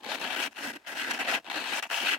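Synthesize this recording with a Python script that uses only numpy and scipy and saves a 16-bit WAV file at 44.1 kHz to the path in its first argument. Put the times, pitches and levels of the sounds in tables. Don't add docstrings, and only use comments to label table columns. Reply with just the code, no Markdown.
import sys
import numpy as np
from scipy import signal
from scipy.fft import rfft, irfft
from scipy.io import wavfile

SR = 44100
rng = np.random.default_rng(int(sys.argv[2]) if len(sys.argv) > 2 else 0)


def to_wav(sig):
    pcm = np.clip(np.atleast_2d(sig), -1, 1) * 32767
    pcm = np.round(pcm).astype(np.int16)
    wavfile.write(sys.argv[1], SR, pcm.T)


def gain_from_decibels(decibels):
    exponent = np.asarray(decibels, float) / 20
    return 10 ** exponent


N = 96182
TIME_S = np.arange(N) / SR


def rms_one(x):
    return x / np.sqrt(np.mean(x ** 2) + 1e-20)


def at_hz(points, hz):
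    table_hz, table_db = np.transpose(points)
    return np.interp(np.log(hz), np.log(table_hz), table_db)


def drift(rate_hz):
    r = np.exp(-40 * np.pi * rate_hz / SR)
    noise = rng.standard_normal(N // 20 + 3002)
    slow = signal.lfilter([1], [1, -2 * r, r * r], noise)[3000:]
    return np.interp(np.arange(N) / 20, np.arange(len(slow)), rms_one(slow))


def resonance(x, hz, width_hz):
    r = np.exp(-np.pi * width_hz / SR)
    top = np.array([1, 0, -1]) * (1 - r * r) / 2
    return signal.lfilter(top, [1, -2 * r * np.cos(2 * np.pi * hz / SR), r * r], x)


def pan(side_db):
    return gain_from_decibels(np.array([[0.5], [-0.5]]) * side_db)


def pair(near, far, alike, side_db):
    right = alike * near + np.sqrt(1 - alike ** 2) * far
    return np.array([near, right]) * pan(side_db)


def coloured(x, gains_db):
    hz = np.maximum(np.arange(N // 2 + 1) * SR / N, 10)
    return irfft(rfft(x) * gain_from_decibels(gains_db(hz)), N)


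# start_s, level_db, grip_db, speed_db
TWISTS = [
    (0.0, -57, -9, -17),
    (0.028, -55, -4, -20),
    (0.034, -52.5, -9, -17),
    (0.048, -34.5, -19, -18),
    (0.054, -50, -3.5, -18),
    (0.102, -31, -14.5, -19.5),
    (0.15, -32, -12, -14),
    (0.19, -49, -10, -16.5),
          (0.195, -42, -8, -13.5),
    (0.245, -33, -10.5, -16),
    (0.295, -40.5, -10.5, -13.5),
    (0.309, -33.5, -15, -16.5),
    (0.395, -36.5, -9, -11.5),
    (0.433, -32, -19, -11),
    (0.475, -36.5, -8, -10),
    (0.493, -69, 5, -9),
    (0.529, -56.5, -13, -8),
          (.535, -68, -12, -6),
    (.553, -58, -5, -13),
    (0.564, -45.5, -12.5, -13),
    (0.648, -36.5, -7, -8.5),
    (0.708, -40, -7.5, -9.5),
    (0.723, -52.5, -5, -11),
    (.769, -47, -6.5, -12),
    (.783, -68.5, 2, -11),
    (.82, -69, 0, -10),
          (0.835, -66, -13, -20),
    (0.85, -55, -12, -20),
    (0.881, -42, -14, -8.5),
    (0.955, -44.5, 0, -7),
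    (0.978, -35.5, -15, -10),
    (1.093, -39, -6, -11.5),
    (1.116, -29, -19.5, -10),
    (1.126, -40, -7, -17.5),
    (1.141, -36.5, -11.5, -9.5),
    (1.18, -41.5, -7, -9.5),
          (1.185, -45.5, -3, -10),
    (1.205, -31.5, -13, -12.5),
    (1.239, -42.5, -8, -15),
    (1.293, -30.5, -16.5, -14),
    (1.319, -32, -12.5, -11),
    (1.353, -29.5, -14.5, -12.5),
    (1.387, -40.5, -10.5, -17.5),
    (1.401, -58.5, 5, -6),
    (1.42, -65, -10, -12),
          (1.425, -68, 0, -10),
    (1.461, -49, -13, -18.5),
    (1.497, -55, -7, -21),
          (1.501, -33.5, -21, -19.5),
    (1.522, -41, -15, -16),
    (1.568, -31.5, -11.5, -18),
    (1.628, -35, -14, -18.5),
    (1.66, -35, -20, -16),
    (1.728, -31, -13, -15.5),
    (1.755, -33, -23, -11),
    (1.795, -34, -16.5, -10.5),
    (1.815, -56.5, -15, -22),
          (1.819, -65, -6, -33),
    (1.826, -34.5, -24, -8),
    (1.865, -47.5, -7, -13.5),
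    (1.876, -66, -10, 8),
    (1.885, -71, -14, -10),
          (1.89, -58, -11, -6),
    (1.901, -36.5, -16, -10.5),
    (1.97, -33, -24.5, -8.5),
    (2.035, -35.5, -5, -10.5),
    (2.066, -29, -20, -14),
    (2.126, -31.5, -18, -10.5),
    (2.149, -34, -16, -15),
    (2.168, -53, -3, -12),
    (2.18, -48, -10, -14),
]


def hand_motion():
    strokes = np.array(TWISTS)
    start_s, *controls = strokes.T
    level_db, grip_db, speed_db = [np.interp(TIME_S, start_s, c) for c in controls]
    return level_db, grip_db + 11, speed_db + 14


def grains():
    grains_per_s, spread_db = 18000, 1.8
    sizes = gain_from_decibels(spread_db * np.minimum(rng.exponential(1, N), 5))
    struck = rng.random(N) < grains_per_s / SR
    return rms_one(sizes * struck * rng.standard_normal((4, N)))


# start_s, peak_db, fade_s (time to fall 60 dB)
CATCHES = [(0.033, -19, 0.035), (0.045, -42, 0.03), (0.057, -12, 0.066), (.065, -21, 0.016),
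           (0.073, -22, .04), (0.094, -23, 0.037), (.176, -19, 0.023), (.183, -15, 0.021),
           (.196, -14.5, 0.032), (.213, -10, 0.024), (0.226, -11.5, .03), (0.274, -10, .015),
           (0.303, -14.5, 0.045), (0.363, -13, 0.034), (0.382, -13, 0.01), (0.402, -15, 0.032),
           (.564, -24, .03), (0.586, -17, 0.035), (.66, -23, .02), (.735, -21, 0.059), (.759, -21, 0.028),
           (0.864, -25, .02), (0.87, -17, 0.027), (.954, -17, 0.022), (1.038, -22, 0.025),
           (1.1, -16.5, 0.039), (1.108, -8, .05), (1.135, -12, .03), (1.189, -16, .04), (1.228, -14, .02),
           (1.247, -15, 0.037), (1.255, -24, 0.011), (1.27, -25, 0.027), (1.279, -15, 0.041),
           (1.716, -32, 0.0087), (2.05, -12.5, .012), (2.146, -16, .02), (0.547, -33, 0.024),
           (0.856, -39, 0.058), (1.204, -33, 0.03), (1.444, -23.5, 0.022), (1.453, -26, 0.028),
           (1.464, -20, 0.031), (1.474, -19.5, 0.048), (1.485, -22, 0.042), (1.499, -7, 0.023),
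           (1.511, -9, 0.067), (1.527, -19, 0.089), (1.543, -12, 0.037), (1.825, -32, 0.03),
           (1.902, -20, 0.012), (1.908, -42, 0.03), (2.134, -6, 0.022)]


def snags():
    share_db, attack_s = -20, 0.00014
    out = np.zeros(N)
    for start_s, peak_db, fade_s in CATCHES:
        age = np.maximum(TIME_S - start_s, 0)
        out += gain_from_decibels(peak_db + share_db - 60 * age / fade_s) * (1 - np.exp(-age / attack_s))
    return out


def slips(level_db):
    slips_per_s, fade_s, usual_share, slow_below_db = 260, 0.002, 0.42, -41.5
    jumps = rng.uniform(0.75, 1, N) * (rng.random(N) < slips_per_s / SR)
    saw = signal.lfilter([1], [1, -np.exp(-1 / (fade_s * SR))], jumps)
    share = np.clip(usual_share + 0.16 * np.maximum(slow_below_db - level_db, 0), 0, 0.9)
    return np.sqrt(1 - share + share * np.minimum(saw / saw.mean(), 2))


# free_s, loss_db, length_s
STICKS = [(0.062, 6, .006), (0.071, 8, 0.0047), (0.198, 5, 0.0062), (0.298, -0.5, 0.027),
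          (0.36, 12.5, 0.0088), (1.9, 7, 0.0088), (1.224, 5, 0.0044), (1.247, 1, 0.008), (1.266, 7, 0.0072),
          (1.526, 9, 0.0054), (1.628, 5, 0.005), (1.909, 19, 0.006)]


def stalls():
    loss_db = 0
    for free_s, db, length_s in STICKS:
        sinking = np.clip(2 - 2 * (free_s - TIME_S) / length_s, 0, 1)
        loss_db = loss_db + db * sinking * (TIME_S < free_s)
    return gain_from_decibels(-loss_db)


def scrape_pressure(level_db):
    chatter_db = 0.7 * drift(80)
    steady = gain_from_decibels(level_db + chatter_db) * slips(level_db)
    return np.hypot(steady, snags()) * stalls()


# start_s, paper_flap_db, free_pin_db, open_fist_db, turned_left_db
WRAPPING = [(.05, 3, -5.8, -5.2, 2), (.15, 0.5, -6.5, -5.2, 2), (.3, 3.1, -2, 1, 1),
            (.45, 2.5, 0.2, 3, 0.8), (.65, -1, 2, -2.5, -0.5), (.9, 4, 4, 0.7, 1), (1.05, -2, 5, 0.9, -2.5),
            (1.2, 5, 2.5, 1, -0.5), (1.33, 4.5, 1.7, 2.3, 0.5), (1.55, 0.5, -3.5, -3.6, 1.5),
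            (1.7, 1, -3.5, -2.5, 1.9), (1.849, 6.5, 2.5, 2.4, -0.5), (1.97, 6, -0.5, 3, 0.2),
            (2.1, 1, 3, 3.5, 0.5)]


def wrapping():
    start_s, *columns = np.transpose(WRAPPING)
    return [np.interp(TIME_S, start_s, c) for c in columns]


# pitch_hz, width_hz, level_db, left_minus_right_db, left_right_likeness (-1 to 1)
BODY_MODES = [(263, 190, 0, -3.5, 0.91), (512, 387, -3.5, -4, 0.75), (692, 350, -1, -1.5, 0.95),
              (847, 320, 0, 1, 0.89), (1091, 500, -10, -10, .9), (1526, 588, 1.5, 9.5, 0.71),
              (1980, 240, 4.5, -2, -0.6), (2302, 153, -6.5, 24.5, 0), (2652, 517, 3.5, 4.5, 0.52),
              (2644, 175, -2.5, 8, 0.5), (1630, 200, 0.4, 3.5, 0.1), (3010, 600, -4, 15, 1),
              (3605, 640, -11.5, 19, 0.5), (4160, 540, -6, 4, 0.3)]


def body(ticks, grip_db, paper_db, pin_db, cup_db):
    out = 0
    for k, (hz, width_hz, db, side_db, alike) in enumerate(BODY_MODES):
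        extra_db = grip_db * np.clip(np.log2(990 / hz), 0, 1)
        extra_db = extra_db + paper_db * (600 < hz < 1100)
        extra_db = extra_db + pin_db * (1400 < hz < 2100)
        extra_db = extra_db + cup_db * (2200 < hz < 3300)
        wobble_db = 1.5 * drift(12)
        first = 2 * (k % 2)
        drive = pair(ticks[first], ticks[first + 1], alike, side_db) * gain_from_decibels(extra_db + wobble_db)
        ring = resonance(resonance(drive, hz, width_hz), hz, width_hz)
        out = out + gain_from_decibels(db + 9.5) * ring
    return out


def rumble(ticks, grip_db):
    shaken = pair(ticks[3], ticks[0], 0.85, -5.5) * gain_from_decibels(0.98 * grip_db)
    return signal.lfilter(*signal.butter(1, 121, fs=SR), shaken)


# pitch_hz, level_db (per Hz)
GRIT_COLOUR = [(3000, 18), (4200, 4), (5300, 8.5), (8000, 0.5), (11000, -5), (16000, -11)]
# pitch_hz, left_minus_right_db
GRIT_LEAN = [(3000, 1.8), (6000, 2.6), (9000, 10.9), (15000, 15.7)]
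HISS_CORNERS_HZ = [3600, 5000, 6300, 8000, 11000, 16000]


def hiss(ticks, pressure):
    grain_share, likeness, patch_db = 0.82, 0.24, 1.1
    smooth = np.sqrt(1 - grain_share ** 2) * rng.standard_normal((2, N))
    fine = (grain_share * ticks[1:3] + smooth) * pressure
    both = pair(*fine, likeness, 0)
    hz = np.arange(N // 2 + 1) * SR / N
    out = 0
    for hump in np.eye(len(HISS_CORNERS_HZ))[1:]:
        patchy = both * gain_from_decibels(patch_db * drift(18))
        out = out + rfft(patchy) * np.interp(hz, HISS_CORNERS_HZ, hump)
    half = np.array([[0.5], [-0.5]])
    return coloured(irfft(out, N), lambda f: at_hz(GRIT_COLOUR, f) + half * at_hz(GRIT_LEAN, f))


# start_s, peak_db, pitch_hz, fade_s (time to fall 60 dB)
GLOVE_SLIPS = [
    (0.606, -42, 284, 0.069),
    (.635, -51, 300, .03),
    (0.662, -45, 270, 0.039),
    (0.673, -32, 250, 0.049),
    (0.709, -46.5, 237, 0.098),
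    (.385, -39, 286, 0.062),
    (1.566, -56, 265, .04),
]


def thumps():
    rise_s, out = 0.004, 0
    for start_s, peak_db, hz, fade_s in GLOVE_SLIPS:
        age = np.maximum(TIME_S - start_s, 0)
        loudness = gain_from_decibels(peak_db + 6.5 - 60 * age / fade_s) * (1 - np.exp(-age / rise_s))
        out = out + loudness * np.sin(2 * np.pi * hz * age)
    return out * gain_from_decibels(np.array([[-1.2], [1.2]]))


def sanding():
    level_db, grip_db, speed_db = hand_motion()
    paper_db, pin_db, cup_db, turn_db = wrapping()
    pressure = scrape_pressure(level_db)
    grit = grains()
    ticks = grit * pressure
    ringing = body(ticks, grip_db, paper_db, pin_db, cup_db) + rumble(ticks, grip_db) + thumps()
    low_cut = signal.butter(2, 175, "high", fs=SR, output="sos")
    ringing = signal.sosfilt(low_cut, ringing)
    return (ringing + hiss(grit, pressure * gain_from_decibels(speed_db - 11))) * pan(turn_db)


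ECHO_DELAYS_S = [.0031, .0074, .0133, .021]


def garage(x):
    out = np.zeros_like(x)
    for k, delay_s in enumerate(ECHO_DELAYS_S):
        lag = int(delay_s * SR)
        out[:, lag:] += gain_from_decibels(-25 - k) * x[::-1, :-lag]
    return out


# pitch_hz, level_db (per Hz)
HUSH_COLOUR = [(25, -22), (60, 2), (114, -1), (250, -12), (840, 4.5), (1700, -8), (4000, -5), (16000, -19)]


def hush():
    near, far = rng.standard_normal((2, N))
    noise = coloured(pair(near, far, 0.85, 0), lambda hz: at_hz(HUSH_COLOUR, hz))
    return gain_from_decibels(-69.5) * rms_one(noise)


def scene():
    scrape = sanding()
    return scrape + garage(scrape) + hush()


def top_cut(x):
    return signal.sosfilt(signal.butter(12, 16360, fs=SR, output="sos"), x)


def record(dry):
    mix = coloured(dry, lambda hz: -80.0 * (hz > 15830))
    return top_cut(mix)


dry = scene()
out = record(dry)
to_wav(out)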